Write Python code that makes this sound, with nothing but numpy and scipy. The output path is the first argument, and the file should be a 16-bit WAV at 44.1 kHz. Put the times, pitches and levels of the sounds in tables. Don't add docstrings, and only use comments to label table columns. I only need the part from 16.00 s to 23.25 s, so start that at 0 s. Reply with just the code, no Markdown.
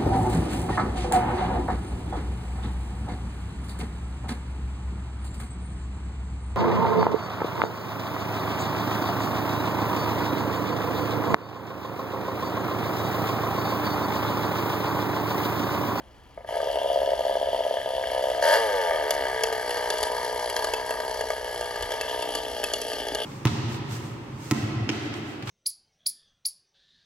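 import sys
import numpy as np
from scipy import signal
from scipy.fft import rfft, irfft
from scipy.io import wavfile
from scipy.ndimage import uniform_filter1d

SR = 44100
rng = np.random.default_rng(int(sys.argv[2]) if len(sys.argv) > 2 else 0)


def put_to_file(sound):
    columns = np.atleast_2d(sound).T
    safe = np.clip(columns, -1, 1)
    whole_steps = np.round(safe * 32767)
    wavfile.write(sys.argv[1], SR, whole_steps.astype(np.int16))


N = 319725
TIME = np.arange(N) / SR

# time in seconds, relative snap level in dB, knock in dB re snap.
CHAIN_CLACKS = [(3.1065, -12.5, -5), (3.4351, -12.5, -3), (3.526, -24.5, 7), (3.706, -24.5, -8),
                (3.7702, -27, 7), (3.902, -17.5, 0.5), (3.983, -24, -9), (4.029, -16.5, -2),
                (4.498, -22, -3.5), (4.564, -17.5, -0.5), (4.6438, -19, 1.5), (4.736, -19, 1.5),
                (4.9066, -23.5, 6), (5.0006, -30, 7), (5.2095, -26.5, 6.5), (5.3035, -27, 8.5),
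                (5.6101, -27, 3), (5.8245, -24.5, 4), (5.9184, -25, 3.5), (6.0106, -21.5, 0.5),
                (6.056, -34, -2), (6.088, -31, -5.5), (6.222, -27.5, -7), (6.3504, -18, -3),
                (6.639, -17, -4), (6.7357, -16.5, -6), (6.816, -22, -8), (6.886, -38, -9), (6.932, -29, -6),
                (7.084, -26.5, -7), (7.1483, -18.5, -1.5)]
# time in seconds, share 0-1.
LIFTED = [(2.0, 0.16), (2.55, 0.07), (2.8, 0.25), (3.4, 0.99), (7.2, 0.99)]
# time in seconds, share 0-1.
TURNED_AWAY = [(3.3, 0.01), (4.0, 0.23), (4.7, 0.32), (5.4, 0.83), (5.75, 1), (6.2, 0.65), (6.6, 0.87),
               (7.2, 0.64)]
# start in seconds, turns per pair,
# level of the first puff in dB, second puff in dB re first.
COLD_SPELLS = [(.5237, 7, -19.5, -6), (.628, 3, -17.2, -6), (.6995, 3, -18, -6), (.7557, 4, -17, 1.5),
               (.8145, 4, -17.5, -7), (.8427, 4, -17.5, 1), (.9, 4, -14.4, -2), (1.1174, 5, -15.3, -1),
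               (1.1912, 4, -17.5, 0), (1.2941, 4, -14.7, -1.3), (1.4123, 4, -17, 1.5), (1.7085, 4, -16, -4),
               (1.7686, 6, -16, -8), (1.858, 5, -18.5, -.5), (1.934, 3, -19.3, -2)]
# time in seconds, level into the muffler in dB, crack level at the port in dB.
STRAY_POPS = [(.004, -39.5, -56), (.3746, -27.5, -37), (.445, -30, -42), (.4883, -23, -36), (.54, -36, -27),
              (.553, -19.5, -41), (.566, -18, -31), (.602, -23, -27), (1.768, -47, -28), (2.037, -21, -26),
              (2.1, -18.5, -23.5), (2.909, -19, -23)]
# dB at warm idle on the ground, then dB added when cold, at top speed, on open throttle,
# lifted, turned away.
EXHAUST_LEVELS = (-25.5, -7, 2, 2, -5.5, -4)
# centre in Hz, width in Hz, level in dB.
HELD_MUFFLER_MODES = [(277, 28, -10.5), (455.5, 71, 2), (637.5, 90, 2), (844, 137, -4.5), (1291, 47, -15.5)]
PORT_MODES = [(1207, 75, 2), (1668, 129, 4.5), (1877, 216, -1.5), (2198, 129, -4.5)]
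CASE_MODES = [(2997, 320, 0.0084), (3322, 276, 0.18)]
BAR_MODES = [(4064, 200, 8.5), (4470, 133, 16), (4744, 64, 16), (5155, 270, 10.5), (5805, 730, 6.5),
             (6990, 340, 3), (7814, 203, 5), (10045, 209, 7.5), (10826, 156, 14), (11570, 420, 5.5),
             (14850, 330, -7)]

OPEN_S, SHUT_S, TOP_HZ, RUN_DOWN_S, RUN_DOWN_SHAPE = 2.408, 2.575, 117.5, .34, 1.2
FIRST_BARK_S, LAST_BARK_S = 2.4245, 2.5555
CATCH_S, WARM_S = 0.4865, 1.98


def amp(db):
    return 10 ** (np.asarray(db) / 20)


def unit(x):
    return x / np.sqrt(np.mean(x ** 2) + 1e-20)


def ramp(t, start_s, length_s):
    return np.clip((t - start_s) / length_s, 0, 1)


def curve(rows, t):
    return np.interp(t, *np.transpose(rows))


def read(points, hz):
    point_hz, value = np.transpose(points)
    return np.interp(np.log(hz + 1), np.log(point_hz + 1), value)


def add(mix, s, sound):
    part = mix[max(round(s * SR), 0):][:len(sound)]
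    part += sound[:len(part)]


def ring(x, modes, size=8192):
    hz = np.fft.rfftfreq(size, 1 / SR)
    power = sum(amp(db) ** 2 / (1 + ((hz - f) / width) ** 2) ** 3 for f, width, db in modes)
    log_gain = np.log(power + 1e-9) / 2
    circle = np.r_[log_gain, log_gain[-2:0:-1]]
    spectrum = np.exp(np.conj(signal.hilbert(circle)))
    response = np.fft.ifft(spectrum).real[:size // 2]
    return signal.oaconvolve(x, response / np.linalg.norm(response))[:len(x)]


def noise(spectrum):
    gain = amp(read(spectrum, np.fft.rfftfreq(N, 1 / SR)))
    return unit(irfft(rfft(rng.standard_normal(N)) * gain, N))


def slow_noise(window):
    return unit(uniform_filter1d(rng.standard_normal(N), window))


def revved(t):
    run_down = np.exp(-(np.maximum(t - SHUT_S, 0) / RUN_DOWN_S) ** RUN_DOWN_SHAPE)
    return ramp(t, OPEN_S, SHUT_S - OPEN_S) * run_down


def speed(t, surge_hz=2.2, surge_s=.035):
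    # time in seconds, turns per second.
    idle_speed = [(.48, 55), (.62, 71), (1.2, 67.5), (2.1, 65.6), (2.39, 63.5), (2.6, 60), (3.9, 59.5),
                  (4.3, 61.4), (4.56, 59), (4.85, 62.2), (5.5, 61), (5.7, 59.3), (6.35, 62), (6.7, 58.2),
                  (7.25, 59.3)]
    clack_s, snap_db, knock_db = np.transpose(CHAIN_CLACKS)
    hard = ramp(snap_db + knock_db, -33, 6)
    since = np.maximum(np.subtract.outer(t, clack_s), 0) / surge_s
    surge = surge_hz * (hard * since * np.exp(1 - since)).sum(-1)
    return curve(idle_speed, t) * (1 - revved(t)) + TOP_HZ * revved(t) + surge


def coast(t):
    most, snap_s, refire_s, blend_s = .78, .012, 2.82, .1
    return most * ramp(t, SHUT_S - snap_s, snap_s) * (1 - ramp(t, refire_s, blend_s))


def unevenness(t):
    return (.6 + .4 * curve(LIFTED, t)) * (1 - .7 * revved(t) ** .4)


def level(part, t):
    throttle_s, warming_s, starting_db, catch_db_per_s = 0.017, 0.25, -23, 705.5
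    idle_db, cold_db, speed_db, throttle_db, lifted_db, turned_db = part
    start = np.clip((t - CATCH_S) * catch_db_per_s, starting_db, 0)
    throttle = ramp(t, OPEN_S, throttle_s) - ramp(t, SHUT_S - throttle_s, throttle_s)
    engine = idle_db + start + cold_db * (1 - ramp(t, WARM_S, warming_s))
    engine = engine + speed_db * revved(t) + throttle_db * throttle
    return engine + lifted_db * curve(LIFTED, t) + turned_db * curve(TURNED_AWAY, t)


def crank():
    drift = .01 * slow_noise(SR // 20)
    turns = np.cumsum(speed(TIME) * (1 + drift * unevenness(TIME))) / SR
    firing_s = np.r_[np.array(COLD_SPELLS)[:, 0], FIRST_BARK_S, LAST_BARK_S]
    at = np.interp(firing_s, TIME, turns)
    whole = round(at[0]) + np.r_[0, np.cumsum(np.round(np.diff(at)))]
    spells = whole[:len(COLD_SPELLS)].astype(int)
    return turns + np.interp(TIME, firing_s, whole - at), spells


def strokes(turns, spells, chug_db=18.0, puff_db=-2.5):
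    uneven_db, jitter_s, hardest = 1.2, .00017, 1.2
    at = np.interp(np.arange(int(turns[-1])), turns, TIME)
    luck, slip = rng.standard_normal((len(at), 2)).T * unevenness(at)
    luck = np.minimum(luck, hardest)
    db = level(EXHAUST_LEVELS, at) + 10 * np.log10(SR / speed(at)) + puff_db
    ends = np.r_[spells[1:], np.searchsorted(at, WARM_S)]
    for start, end, (_, every, first_db, second_db) in zip(spells, ends, COLD_SPELLS):
        pairs = np.arange(start, end, round(every))
        db[pairs] = first_db + chug_db
        db[pairs + 1] = first_db + chug_db + second_db
    strength = amp(db + uneven_db * luck) * np.sqrt(1 - coast(at)) * (at > CATCH_S)
    pop_s, pop_db, _ = np.transpose(STRAY_POPS)
    return np.r_[pop_s, at + jitter_s * slip], np.r_[amp(pop_db + chug_db), strength], luck


def firing_pulses(at):
    pulses = np.zeros(N)
    pulses[np.clip((at * SR).astype(int), 0, N - 1)] = 1
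    return pulses


def yard_air():
    # frequency in Hz, relative density in dB per Hz.
    hiss_spectrum = [(12, -67), (20, -23), (62, -7), (97, -14), (147, -18), (194, -19.5), (603, -22),
                     (1110, -22), (1240, -29), (2410, -33), (8160, -51), (8860, -80), (15000, -50)]
    rumble_spectrum = [(12, -46), (20, -14.5), (55, 6), (68, 2), (86, -28), (108, -3), (168, -23),
                       (200, -15), (260, -25), (440, -120)]
    rumble_gain = curve([(.3, 0.37), (.55, 0.81)], TIME)
    middle = amp(-53.5) * noise(hiss_spectrum) + amp(-52) * noise(rumble_spectrum) * rumble_gain
    return middle, amp(-64.5) * noise(hiss_spectrum)


def footsteps(thud_s=0.029):
    # time in seconds, level in dB.
    boot_steps = [(4.622, -49), (5.17, -46), (5.788, -40)]
    t = np.arange(SR // 3) / SR
    shape = t / thud_s * np.exp(1 - t / thud_s)
    drive = np.zeros(N)
    for s, db in boot_steps:
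        add(drive, s, amp(db) * shape * rng.standard_normal(len(t)))
    return ring(drive, [(35, 14, 0), (63.4, 41, -1)])


def intake(at, uneven_db=4):
    # centre in Hz, width in Hz, level in dB.
    intake_modes = [(151, 34, -5), (291, 52, 4), (404, 25, 3.5)]
    gulps = firing_pulses(at) * amp(uneven_db * slow_noise(SR // 100))
    fade_in = ramp(TIME, 5.58, 0.72)
    return amp(-49.5) * unit(ring(gulps, intake_modes)) * fade_in


def shaken(turns, luck, steady, decay_turns, swing_db, grain_db):
    turn = np.clip(turns.astype(int), 0, len(luck) - 1)
    flare = np.exp(-(turns % 1) / decay_turns) * amp(swing_db * luck[turn])
    grains = amp(grain_db * slow_noise(SR // 700))
    return unit((steady + flare) * grains * rng.standard_normal(N))


def case_clatter(turns, luck):
    clatter_levels = (-43.5, -0.5, 5, 6.5, -0.5, -8)
    # time in seconds, added level in dB.
    clatter_swell = [(.5, -3), (.8, 2.5), (1.1, -1.5), (1.45, 1.5), (2.2, -0.5), (3.6, -0.5), (5.1, 0.5),
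                     (6.05, 8.5), (6.4, 7.5)]
    piston = shaken(turns, luck, steady=.8, decay_turns=0.36, swing_db=6, grain_db=3.5)
    return ring(piston * amp(level(clatter_levels, TIME) + curve(clatter_swell, TIME)), CASE_MODES)


def chain_hiss(turns, luck):
    hiss_levels = (-45.5, -3, 5.5, 9.5, 0, -1.5)
    # time in seconds, added level in dB.
    hiss_loudness = [(2.7, -1), (3.0, -1.5), (3.7, 1.5), (4.3, 3), (5.3, 1), (6.75, 2), (6.92, 4),
                     (7.1, .5)]
    links = shaken(turns, luck, steady=.7, decay_turns=.35, swing_db=4, grain_db=3.5)
    return ring(links * amp(level(hiss_levels, TIME) + curve(hiss_loudness, TIME)), BAR_MODES)


def gas_rasp(turns, at, luck):
    rasp_levels = (-43, -3.5, 5.5, 7.5, 4.5, -6.5)
    # time in seconds, added level in dB.
    rasp_loudness = [(1.8, -2), (2.2, -1.5), (2.9, 2), (5.3, -1.5), (5.75, 4.5), (6.3, -2), (7.1, -1)]
    clean = np.clip(.04 + .25 * curve(LIFTED, TIME) + .75 * np.sqrt(revved(TIME)), 0, .85)
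    swirl = shaken(turns, luck, steady=.6, decay_turns=0.25, swing_db=3, grain_db=4)
    gas = np.sqrt(clean) * unit(firing_pulses(at)) + np.sqrt(1 - clean) * swirl
    return ring(gas * amp(level(rasp_levels, TIME) + curve(rasp_loudness, TIME)), PORT_MODES)


def clacks(snap_db=-2, rise_s=0.000062, grain_db=3.5, case_db=-5, port_db=-2, knock_db=16, tick_db=-8.5):
    # centre in Hz before detuning, width in Hz, level in dB.
    clink_modes = [(2810, 60, 15), (3315, 116, 12), (4360, 250, 2.5), (5440, 110, -4), (7260, 310, -14.5)]
    decay_s, clink_db, turned_db, detune, rebound, rebound_s = .002, -4, 6, .08, .25, (.003, .009)
    t = np.arange(SR // 20) / SR
    shape = (1 - np.exp(-t / rise_s)) * np.exp(-t / decay_s)
    norm = np.linalg.norm(shape / shape.max()) / np.sqrt(2)
    snap, knock, push, clink = np.zeros((4, N))
    for s, db, body_db in CHAIN_CLACKS:
        size, sign = rng.standard_normal((2, len(t)))
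        envelope = shape + rebound * np.interp(t - rng.uniform(*rebound_s), t, shape)
        burst = envelope * amp(grain_db * size) * sign
        burst *= norm / np.linalg.norm(burst)
        add(snap, s, amp(db) * burst)
        add(knock, s, amp(db + body_db) * burst)
        add(push, s, amp([db + body_db + knock_db]))
        detuned = [(hz * (1 + detune * rng.uniform(-0.97, 1)), width, mode_db)
                   for hz, width, mode_db in clink_modes]
        add(clink, s, amp(db) * ring(burst, detuned))
    singing = amp(clink_db + turned_db * curve(TURNED_AWAY, TIME)) * clink
    steel = ring(snap, BAR_MODES) + amp(case_db) * ring(snap, CASE_MODES) + singing
    tick = amp(tick_db) * ring(snap, [(6530, 1340, 21), (11500, 800, 19.6), (13500, 1440, 4.9)])
    body = amp(port_db) * ring(knock, PORT_MODES) + ring(push, HELD_MUFFLER_MODES[1:])
    return amp(snap_db) * (steel + tick) + body


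def coasting(turns, count=26):
    # centre in Hz, width in Hz, level in dB.
    pumping_modes = [(478, 67, 5.5), (558, 65, 1), (885, 78, 3.5), (1167, 33, -12), (1580, 130, -10.5)]
    smear = .25
    tone = sum(np.cos(2 * np.pi * k * turns - smear * k ** 2) for k in range(2, count))
    return unit(ring(tone, pumping_modes)) * amp(level(EXHAUST_LEVELS, TIME)) * np.sqrt(coast(TIME))


def cracks(decay_s=0.002):
    t = np.arange(SR // 30) / SR
    drive = np.zeros(N)
    for s, _, db in STRAY_POPS:
        add(drive, s, amp(db) * np.exp(-t / decay_s) * rng.standard_normal(len(t)))
    return ring(drive, PORT_MODES)


def barks(at, top_db=4, growth_db=2):
    # centre in Hz, width in Hz, level in dB.
    bark_modes = [(602, 30, 10), (910, 72, 10), (1250, 58, -10), (1646, 140, 3), (1800, 160, -4),
                  (3080, 220, -14)]
    slack_s = .003
    drive = np.zeros(N)
    for s in at[(at > FIRST_BARK_S - slack_s) & (at < LAST_BARK_S + slack_s)]:
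        add(drive, s, amp([top_db + growth_db * (revved(s) - 1)]))
    return ring(drive, bark_modes)


def droop(x, hz=450, width_hz=800):
    poles = signal.iirpeak(hz, hz / width_hz, SR)[1]
    return signal.lfilter(poles[::-1], poles, x)


def exhaust(at, strength, bass_hz=275, port_db=-28):
    # centre in Hz, width in Hz, level in dB.
    ground_modes = [(273, 135, -23), (534.6, 39.4, 6.5), (643, 90, 7.5), (961, 39.4, -6),
                    (1296, 6.9, -23.5)]
    upper_mode = [(953, 68, -29)]
    # time in seconds, gain in dB.
    upper_loudness = [(2.85, -4.5), (3.15, -6.5), (3.6, -8.5), (4.05, -2), (4.4, -2.5), (4.85, -1.5),
                      (5.5, -9.5), (6.2, -5), (6.8, -18)]
    t = np.arange(SR // 70) / SR
    trail = .04 * np.exp(-t / .003)
    drive = np.zeros(N)
    for s, size, uneven in zip(at, strength, unevenness(at)):
        puff = uneven * trail * rng.standard_normal(len(t))
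        puff[0] += 1
        add(drive, s, size * puff)
    drive = signal.sosfilt(signal.butter(4, bass_hz, "highpass", fs=SR, output="sos"), drive)
    falling = droop(drive)
    lift = curve(LIFTED, TIME)
    held = falling * np.sqrt(lift)
    muffled = ring(falling * np.sqrt(1 - lift), ground_modes) + ring(held, HELD_MUFFLER_MODES)
    muffled += ring(held, upper_mode) * amp(curve(upper_loudness, TIME))
    return muffled + amp(port_db) * ring(drive, PORT_MODES)


def yard(x, tail_db=-9, t60_s=0.47, sway_per_s=.04, taps_per_s=2000):
    # delay in seconds before the saw moves, level in dB.
    wall_echoes = [(.0021, -30), (.0047, -24), (.0088, -16.5), (.0162, -19.5), (.0305, -11), (.0345, -11.5),
                   (.0445, -14.5)]
    moved = 1 - sway_per_s * np.maximum(TIME - 2.5, 0)
    near = x + sum(amp(db) * np.interp(TIME - delay_s * moved, TIME, x, left=0)
                   for delay_s, db in wall_echoes)
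    t = np.arange(SR // 2) / SR
    sparse = rng.random((2, len(t))) < taps_per_s / SR
    taps = rng.standard_normal((2, len(t))) * sparse * (t > .008) * amp(-60 * t / t60_s)
    taps /= np.linalg.norm(taps, axis=1, keepdims=True)
    return near, amp(tail_db) * signal.fftconvolve(x[None], taps, axes=1)[:, :N]


def ports(x):
    # frequency in Hz, lead of the left port in radians.
    left_lead = [(50, .2), (250, .36), (600, .72), (4000, 1.1), (11000, 1.25), (13000, 2.6)]
    # frequency in Hz, left minus right in dB.
    left_tilt = [(60, 0.5), (99, 1.5), (160, -4.5), (270, 2.5), (450, -0.5), (740, 3), (1220, 2.5),
                 (2010, 0), (3330, 2.0), (5500, 4.0), (9080, -1), (15000, 0.5)]
    hz = np.fft.rfftfreq(N, 1 / SR)
    half = amp(read(left_tilt, hz) / 2) * np.exp(1j * read(left_lead, hz) / 2)
    pair = np.array([half, 1 / half])
    return irfft(rfft(x) * pair / np.maximum(abs(pair.mean(0)), .45), N)


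def scene(apart=0.38, direct=0.61):
    turns, spells = crank()
    at, strength, luck = strokes(turns, spells)
    air, air_side = yard_air()
    straight = clacks() + coasting(turns)
    machinery = gas_rasp(turns, at, luck) + case_clatter(turns, luck) + chain_hiss(turns, luck)
    engine = exhaust(at, strength) + cracks() + barks(at) + intake(at) + machinery
    near, tail = yard(engine + .5 * straight)
    side = apart * tail[1] + air_side
    middle = near + direct * straight + tail[0] + air + footsteps()
    return ports(middle) + side * np.array([[1], [-1]])


def record(dry, edge_hz=16300):
    # centre in Hz, width in Hz, depth 0-1.
    mic_dips = [(1080, 75, 1), (1313, 28, 0), (2520, 76, 0.43), (3680, 73, 0.7), (5410, 160, 1),
                (7230, 67, 1)]
    for hz, width_hz, depth in mic_dips:
        dry = dry - depth * signal.lfilter(*signal.iirpeak(hz, hz / width_hz, SR), dry)
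    lowpass = signal.firwin(511, edge_hz, window=("kaiser", 9), fs=SR)
    return signal.oaconvolve(dry, lowpass[None], "same")


dry = scene()
out = record(dry)
put_to_file(out)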